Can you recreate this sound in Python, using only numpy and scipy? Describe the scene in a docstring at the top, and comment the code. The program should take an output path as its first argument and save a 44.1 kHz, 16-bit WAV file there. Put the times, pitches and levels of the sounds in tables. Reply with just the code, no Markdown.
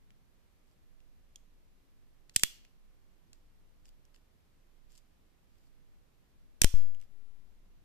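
"""Faint ticks and rubs over room tone: a hand turns a switchblade in a small tiled room.
The blade folds shut in two snaps, the thumb works the safety slide, then the blade springs open and
slams into its lock. Each impact excites the modes of the steel, sliding friction gives grainy noise,
and the tiles return a short bright echo. The hardest snaps overload the two nearby microphones,
which thump as they recover."""
import sys
import numpy as np
from scipy import signal
from scipy.fft import rfft, irfft, next_fast_len
from scipy.io import wavfile
from scipy.ndimage import uniform_filter1d, map_coordinates

SR = 44100
rng = np.random.default_rng(int(sys.argv[2]) if len(sys.argv) > 2 else 0)


def transcribe(u):
    """Save the signal u as a 16-bit wav file named by the first command-line argument.

    u: samples, shape (n,) or (channels, n), limited to [-1, 1]; the rate is SR.
    q: integer samples, one column per channel.
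    """
    v = np.clip(np.atleast_2d(u).T, -1, 1)
    q = np.round(v * 32767).astype(np.int16)
    wavfile.write(sys.argv[1], SR, q)


N = 345744


def amp(db):
    """Level in decibels as an amplitude ratio."""
    return 10 ** (np.asarray(db) / 20)


def unit(x):
    """Normalisation to rms 1."""
    return x / np.sqrt(np.mean(x ** 2) + 1e-20)


def along(points, hz):
    """Interpolation of (f/Hz, value) points on a logarithmic frequency axis."""
    f, v = np.transpose(points)
    return np.interp(np.log(hz + 1), np.log(f + 1), v)


def filtered(x, response):
    """Linear filtering: the spectrum of x times a frequency response."""
    n = x.shape[-1]
    m = next_fast_len(n + SR // 4)
    return irfft(rfft(x, m) * response(np.fft.rfftfreq(m, 1 / SR)), m)[..., :n]


def causal(gain):
    """Minimum phase: the response with this gain that rings only after the blow."""
    cepstrum = irfft(np.log(np.maximum(gain, 1e-6)))
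    half = len(cepstrum) // 2
    return np.exp(rfft(np.r_[cepstrum[0], 2 * cepstrum[1:half], np.zeros(half)]))


def add(track, s, sound):
    """Superposition of a sound on a track, from s seconds on."""
    part = track[:, round(s * SR):][:, :sound.shape[1]]
    part += sound[:, :part.shape[1]]


def wobble(rate):
    """Spline interpolation of random knots, rate of them a second."""
    return map_coordinates(rng.standard_normal(int(N * rate / SR) + 4), [np.arange(N) * rate / SR])


def chatter(t, length):
    """Micro-impacts merge into a brief broadband pulse, partly coherent between the microphones."""
    noise = rng.standard_normal((3, len(t)))
    common = np.array([noise[2], np.roll(noise[2], shift=2)])
    burst = (noise[:2] + .6 * common) * t / length * np.exp(-2 * t / length)
    for _ in range(2):
        whitened = irfft(np.exp(1j * np.angle(rfft(burst))))
        burst = whitened * np.exp(-(t / (4 * length)) ** 2)
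    return burst / np.linalg.norm(burst, axis=1, keepdims=True)


# background noise: f/Hz, relative spectral level/dB
NOISE_SPECTRUM = [(12, -32), (20, 12), (33, -16), (54, -9.5), (123, -19), (186, -20.5), (219, -22.5),
                  (258, -22.5), (331, -25), (914, -33.5), (1080, -33.5), (1420, -35.5), (2600, -37.5),
                  (9470, -46), (14300, -42)]
# its likeness at the two microphones: f/Hz, correlation coefficient
NOISE_CORRELATION = [(60, -0.17), (180, 0.44), (550, 0.088), (1650, 0.067), (4970, 0.05), (15000, -0.4)]
# its balance: f/Hz, left minus right level/dB
NOISE_BALANCE = [(60, -3), (180, -2.5), (550, -2.0), (1650, -1.5), (4970, 0), (15000, -2)]


def room_tone(level_db=-74.5, edge_hz=14350, drift_db=0.14):
    """Partly correlated noise: room tone, its low part drifting slightly, under microphone hiss."""
    def mid_side_gain(hz):
        angle = np.arccos(np.clip(along(NOISE_CORRELATION, hz), -1, 1)) / 2
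        return amp(along(NOISE_SPECTRUM, hz)) * (hz < edge_hz) * [np.cos(angle), np.sin(angle)]

    mid, side = filtered(rng.standard_normal((2, N)), mid_side_gain)
    pair = np.array([mid + side, mid - side])
    pair = filtered(pair, lambda hz: amp(np.outer([.5, -.5], along(NOISE_BALANCE, hz))))
    pair /= np.std(filtered(mid, lambda hz: hz > 100))
    drift = amp(drift_db * wobble(rate=1.2))
    low = filtered(pair, lambda hz: 1 / (1 + (hz / 1500) ** 2))
    return amp(level_db) * (pair + (drift - 1) * low)


# reverberation time of the room: f/Hz, T60/s
REVERB_TIME = [(200, .2), (1300, 0.46), (3300, 0.47), (5700, 0.45), (9000, 0.32), (14000, 0.34)]
# spectrum of the wall reflections: f/Hz, relative level/dB
WALL_SPECTRUM = [(200, -7.5), (1000, -4.5), (2200, -4), (3400, 0), (5700, -1), (10000, -2), (14000, 0.5)]


def reverberation(x, walls_db=-18, floor_db=-29, floor_s=.011, build_s=0.0013):
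    """Convolution with the room's impulse response: a floor reflection in a decaying diffuse field."""
    hz, t, bands = signal.stft(rng.standard_normal((2, SR * 3 // 4)), SR, nperseg=256)
    decay = np.exp(-np.log(1000) * t / along(REVERB_TIME, hz)[:, None])
    tail = signal.istft(bands * decay * amp(along(WALL_SPECTRUM, hz))[:, None], SR, nperseg=256)[1]
    age = np.arange(tail.shape[1]) / SR
    tail *= 1 - np.exp(-(age / build_s) ** 2)
    tail *= amp(walls_db) / np.linalg.norm(tail[0])
    add(tail, floor_s, amp(floor_db) * chatter(age[:SR // 10], length=0.002))
    return signal.fftconvolve(x, tail, axes=1)[:, :N]


def shudder(s=6.74, db=-47, rise_s=0.008, fade_s=0.12, edge_hz=55):
    """Exponential decay of a low flutter after the recoil."""
    out, t = np.zeros((2, N)), np.arange(SR) / SR
    flutter = unit(filtered(rng.standard_normal((2, SR)), lambda hz: hz / (1 + (hz / edge_hz) ** 4)))
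    add(out, s, amp(db) * flutter * (1 - np.exp(-t / rise_s)) * np.exp(-t / fade_s))
    return out


# strokes of thumb and steel: t/s, duration/s, final level/dB
STROKES = [(0.657, 0.073, -80.5), (2.336, 0.01, -61.5), (3.329, 0.023, -76.5), (3.844, .045, -69.5),
           (4.139, 0.024, -71), (4.895, 0.089, -67.5), (5.495, .18, -80), (7.009, 0.028, -72.5)]
# friction noise: f/Hz, relative spectral level/dB
FRICTION_SPECTRUM = [(300, -24.5), (1100, -16), (1500, -6), (2200, -5.5), (3200, 1), (4000, -3.5),
                     (4900, 5), (5900, -3), (7400, 1), (8800, -2.5), (9700, -11.5), (11000, -6.5),
                     (14000, -7.5), (14700, -34)]


def rubs(grain=.6, attack_s=.005, release_s=.01, swell_db=7.5):
    """Stick-slip friction: a run of tiny catches, louder as each stroke presses harder."""
    t, pressure = np.arange(N) / SR, np.zeros(N)
    for s, length, db in STROKES:
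        gate = np.clip((t - s) / attack_s, 0, 1) * np.exp(-np.maximum(t - s - length, 0) / release_s)
        pressure += gate * amp(db - swell_db * np.clip(1 - (t - s) / length, 0, 1))
    catches = np.exp(grain * unit(uniform_filter1d(rng.standard_normal(N), size=60)))
    friction = catches * rng.standard_normal((2, N))
    return pressure * unit(filtered(friction, lambda hz: amp(along(FRICTION_SPECTRUM, hz))))


# modes of blade and liners: f/Hz, bandwidth/Hz, peak height/dB, T60/s
STEEL_MODES = [(1860, 550, 4.5, 0.017), (2700, 400, 6, .03), (3205, 150, 7, 0.11), (3550, 200, 4.5, 0.15),
               (4050, 180.5, 6.5, 0.11), (4750, 250, 6, .04), (5330, 250, 5.5, .06), (5834, 280, 6, 0.059),
               (6500, 170, 5.5, .04), (7070, 250, 7, .05), (7456, 290, 6.5, .04), (7600, 170, 3, .05),
               (7960, 260, 4.5, .03), (8760, 270, 10.5, 0.028), (9800, 200, 5.5, .03),
               (11050, 220, 4.5, .03), (11950, 386, 3, .03), (13300, 500, 5, .02)]
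# impact spectrum beneath the modes: f/Hz, relative level/dB
IMPACT_SPECTRUM = [(200, -4), (600, -17.5), (1200, -14), (1900, -6.5), (3100, -5), (3850, -9.5),
                   (5500, -6.5), (8500, -5), (10400, -7.5), (14000, -7)]


def contact(length, knock_db, treble_db, pan_db, spots, mode_depth, ring_db, knock_hz, spot_width=.05):
    """Modal excitation: a crack, then free decay; the struck point favours spots (f/Hz, gain/dB)."""
    size = 8192
    t, hz = np.arange(size) / SR, np.fft.rfftfreq(size, 1 / SR)
    f, width, lift, t60 = np.transpose(STEEL_MODES)[:, :, None]
    lift = lift + rng.standard_normal((2, len(f), 1))  # each microphone hears its own mix of modes
    peaks = (lift / (1 + (2 * (hz - f) / width) ** 2)).sum(1)
    favoured = sum(db / (1 + ((hz / centre - 1) / spot_width) ** 2) for centre, db in spots)
    shelves = knock_db / (1 + (hz / knock_hz) ** 4) + treble_db / (1 + (10000 / (hz + 1)) ** 12)
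    spectrum_db = along(IMPACT_SPECTRUM, hz) + shelves + mode_depth * peaks + favoured
    response = np.array([causal(amp(side)) for side in spectrum_db])
    crack = unit(irfft(rfft(chatter(t, length)) * response))
    phase = rng.uniform(0, 2 * np.pi, lift.shape)
    modes = amp(lift) * np.exp(-np.log(1000) * t / t60) * np.sin(2 * np.pi * f * t + phase)
    ring = unit(modes.sum(1) * (1 - np.exp(-t / length)))
    return (crack + amp(ring_db) * ring) * amp([[pan_db / 2], [-pan_db / 2]])


# taps of pivot, button and slide: t/s, relative level/dB, favoured f/Hz, relative body/dB
LIGHT_TAPS = [(0.1047, -54.5, 2780, -1), (1.0035, -61, 3090, -6), (2.2952, -45.5, 4320, -13),
              (2.6494, -51.5, 2630, -6), (3.3309, -47, 4400, -15.5), (3.855, -53, 5080, -9.5),
              (4.0519, -59, 5600, -17.5), (4.145, -56, 4860, 0), (4.1611, -59.5, 2895, -8),
              (4.9521, -56.5, 3420, -20), (4.9766, -51, 4800, -22), (6.9475, -54, 3040, -6),
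              (7.001, -59, 4300, -8), (7.0136, -53.5, 2740, -18.5), (7.0244, -58.5, 2200, -6)]


def ticks(gain_db=-25, spot_db=7, damped_hz=8900, damped_db=-5):
    """Damped impacts: loose parts tap under the hand, and the fuller a tap, the duller."""
    out = np.zeros((2, N))
    for s, db, spot_hz, body_db in LIGHT_TAPS:
        tick = contact(length=0.0016, knock_db=body_db + 11, treble_db=-14 - 0.25 * body_db, pan_db=-1,
                       spots=[(spot_hz, spot_db), (damped_hz, damped_db)], spot_width=0.07,
                       mode_depth=0.65, ring_db=-21, knock_hz=3970)
        add(out, s, amp(db + gain_db) * tick)
    return out


# ringing of the seated blade, folded and then open: t/s, level/dB, f/Hz
BLADE_RINGS = [(2.435, -46, 3346), (6.646, -52, 5620)]


def blade_rings(rise_s=0.0013, t60_s=0.28, width_hz=180):
    """Beating: close modes of blade and back spring fade as a narrow band of noise."""
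    out, t = np.zeros((2, N)), np.arange(SR) / SR
    envelope = (1 - np.exp(-t / rise_s)) * np.exp(-np.log(1000) * t / t60_s)
    for s, db, centre_hz in BLADE_RINGS:
        noise = rng.standard_normal((2, SR))
        cluster = unit(filtered(noise, lambda hz: 1 / (1 + (2 * (hz - centre_hz) / width_hz) ** 4)))
        add(out, s, amp(db) * cluster * envelope)
    return out


# blows of blade, catch and lock: t/s, relative level/dB, knock (bass shelf)/dB,
# left minus right level/dB, lower favoured f/Hz, upper favoured f/Hz
HARD_IMPACTS = [(1.3584, -44.5, -30, -2.5, 3300, 6350), (2.361, -20, -8, 2, 4700, 9300),
                (2.3626, -14, -11, -3.5, 7370, 7830), (2.3655, -28, -5, .5, 5200, 7040),
                (2.3957, -36.5, -6, 1.5, 2420, 4000), (2.4346, -11.7, .5, -1, 2850, 4400),
                (6.6161, -21.5, 0, 6, 3100, 5900), (6.6175, -12.5, -4, 3.5, 5870, 9400),
                (6.636, -27, -5, -6.5, 3000, 11000), (6.644, -13.5, 4.5, -0.5, 5400, 9000)]


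def snaps(direct_db=-20, room_db=-21.3, open_s=6.6, uncovered_db=3.5):
    """Impact radiation of steel on steel: returns the direct sound and the sound sent into the room."""
    direct, spread = np.zeros((2, 2, N))
    for s, db, knock_db, pan_db, low_hz, high_hz in HARD_IMPACTS:
        length = 0.0013 * np.exp(.008 * knock_db)  # a heavier blow lasts longer
        treble_db = -2 + 0.32 * knock_db  # and is brighter
        glance_db = -.2 * knock_db  # a lighter one favours its two resonances more
        spots = [(low_hz, 6 + glance_db), (high_hz, 5 + glance_db)]
        near = contact(length, knock_db, treble_db, pan_db, spots,
                       mode_depth=0.79, ring_db=-24, knock_hz=1910)
        add(direct, s, amp(db + direct_db) * near)
        # summed over all directions, the modal peaks even out
        diffuse = contact(length, knock_db, treble_db, 0, spots,
                          mode_depth=0.26, ring_db=-25.5, knock_hz=1900)
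        # the open blade is clear of the hand's cover
        add(spread, s, amp(db + room_db + uncovered_db * (s > open_s)) * diffuse)
    return direct, spread


def scene():
    """Superposition of the knife's direct sound, its reverberant field and the background."""
    direct, spread = snaps()
    handling = ticks() + rubs()
    return direct + blade_rings() + handling + reverberation(spread + handling) + shudder() + room_tone()


# jumps of microphone bias: t/s, left step/full scale, right step/full scale, rise/s, recovery/s
BIAS_STEPS = [(2.3639, 0.0073, -0.043, 0.0005, 0.0076), (2.4379, .018, -0.04, 0.00042, 0.02),
              (6.62, .008, -0.13, 0.00013, 0.013), (6.6447, -.36, -0.15, 0.00021, .028),
              (6.7404, 0.26, 0.026, 0.0026, 0.17)]


def thumps(swing=.8):
    """Relaxation: each overload shifts the bias, which leaks back to rest with a slight overshoot."""
    out, t = np.zeros((2, N)), np.arange(2 * SR) / SR
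    for s, left, right, rise, recovery in BIAS_STEPS:
        leak = np.exp(-t / recovery) * np.cos(swing * t / recovery)
        add(out, s, np.outer([left, right], (1 - np.exp(-t / rise)) * leak))
    return out


def record(dry, blocked_s=(6.6445, 6.7405), blocked_db=-8, ceiling=.8, top_hz=16600):
    """Overload and band limiting: the left microphone briefly loses sensitivity; both thump and clip."""
    t = np.arange(N) / SR
    blocked = uniform_filter1d(1.0 * ((t > blocked_s[0]) & (t < blocked_s[1])), size=64)
    heard = dry * amp(np.outer([blocked_db, 0], blocked)) + thumps()
    clipped = np.clip(heard, -ceiling, ceiling)
    droop = [(14150, 0), (14500, -17), (16600, -32)]  # f/Hz, gain/dB
    return filtered(clipped, lambda hz: amp(along(droop, hz)) * (hz < top_hz))


dry = scene()
out = record(dry)
transcribe(out)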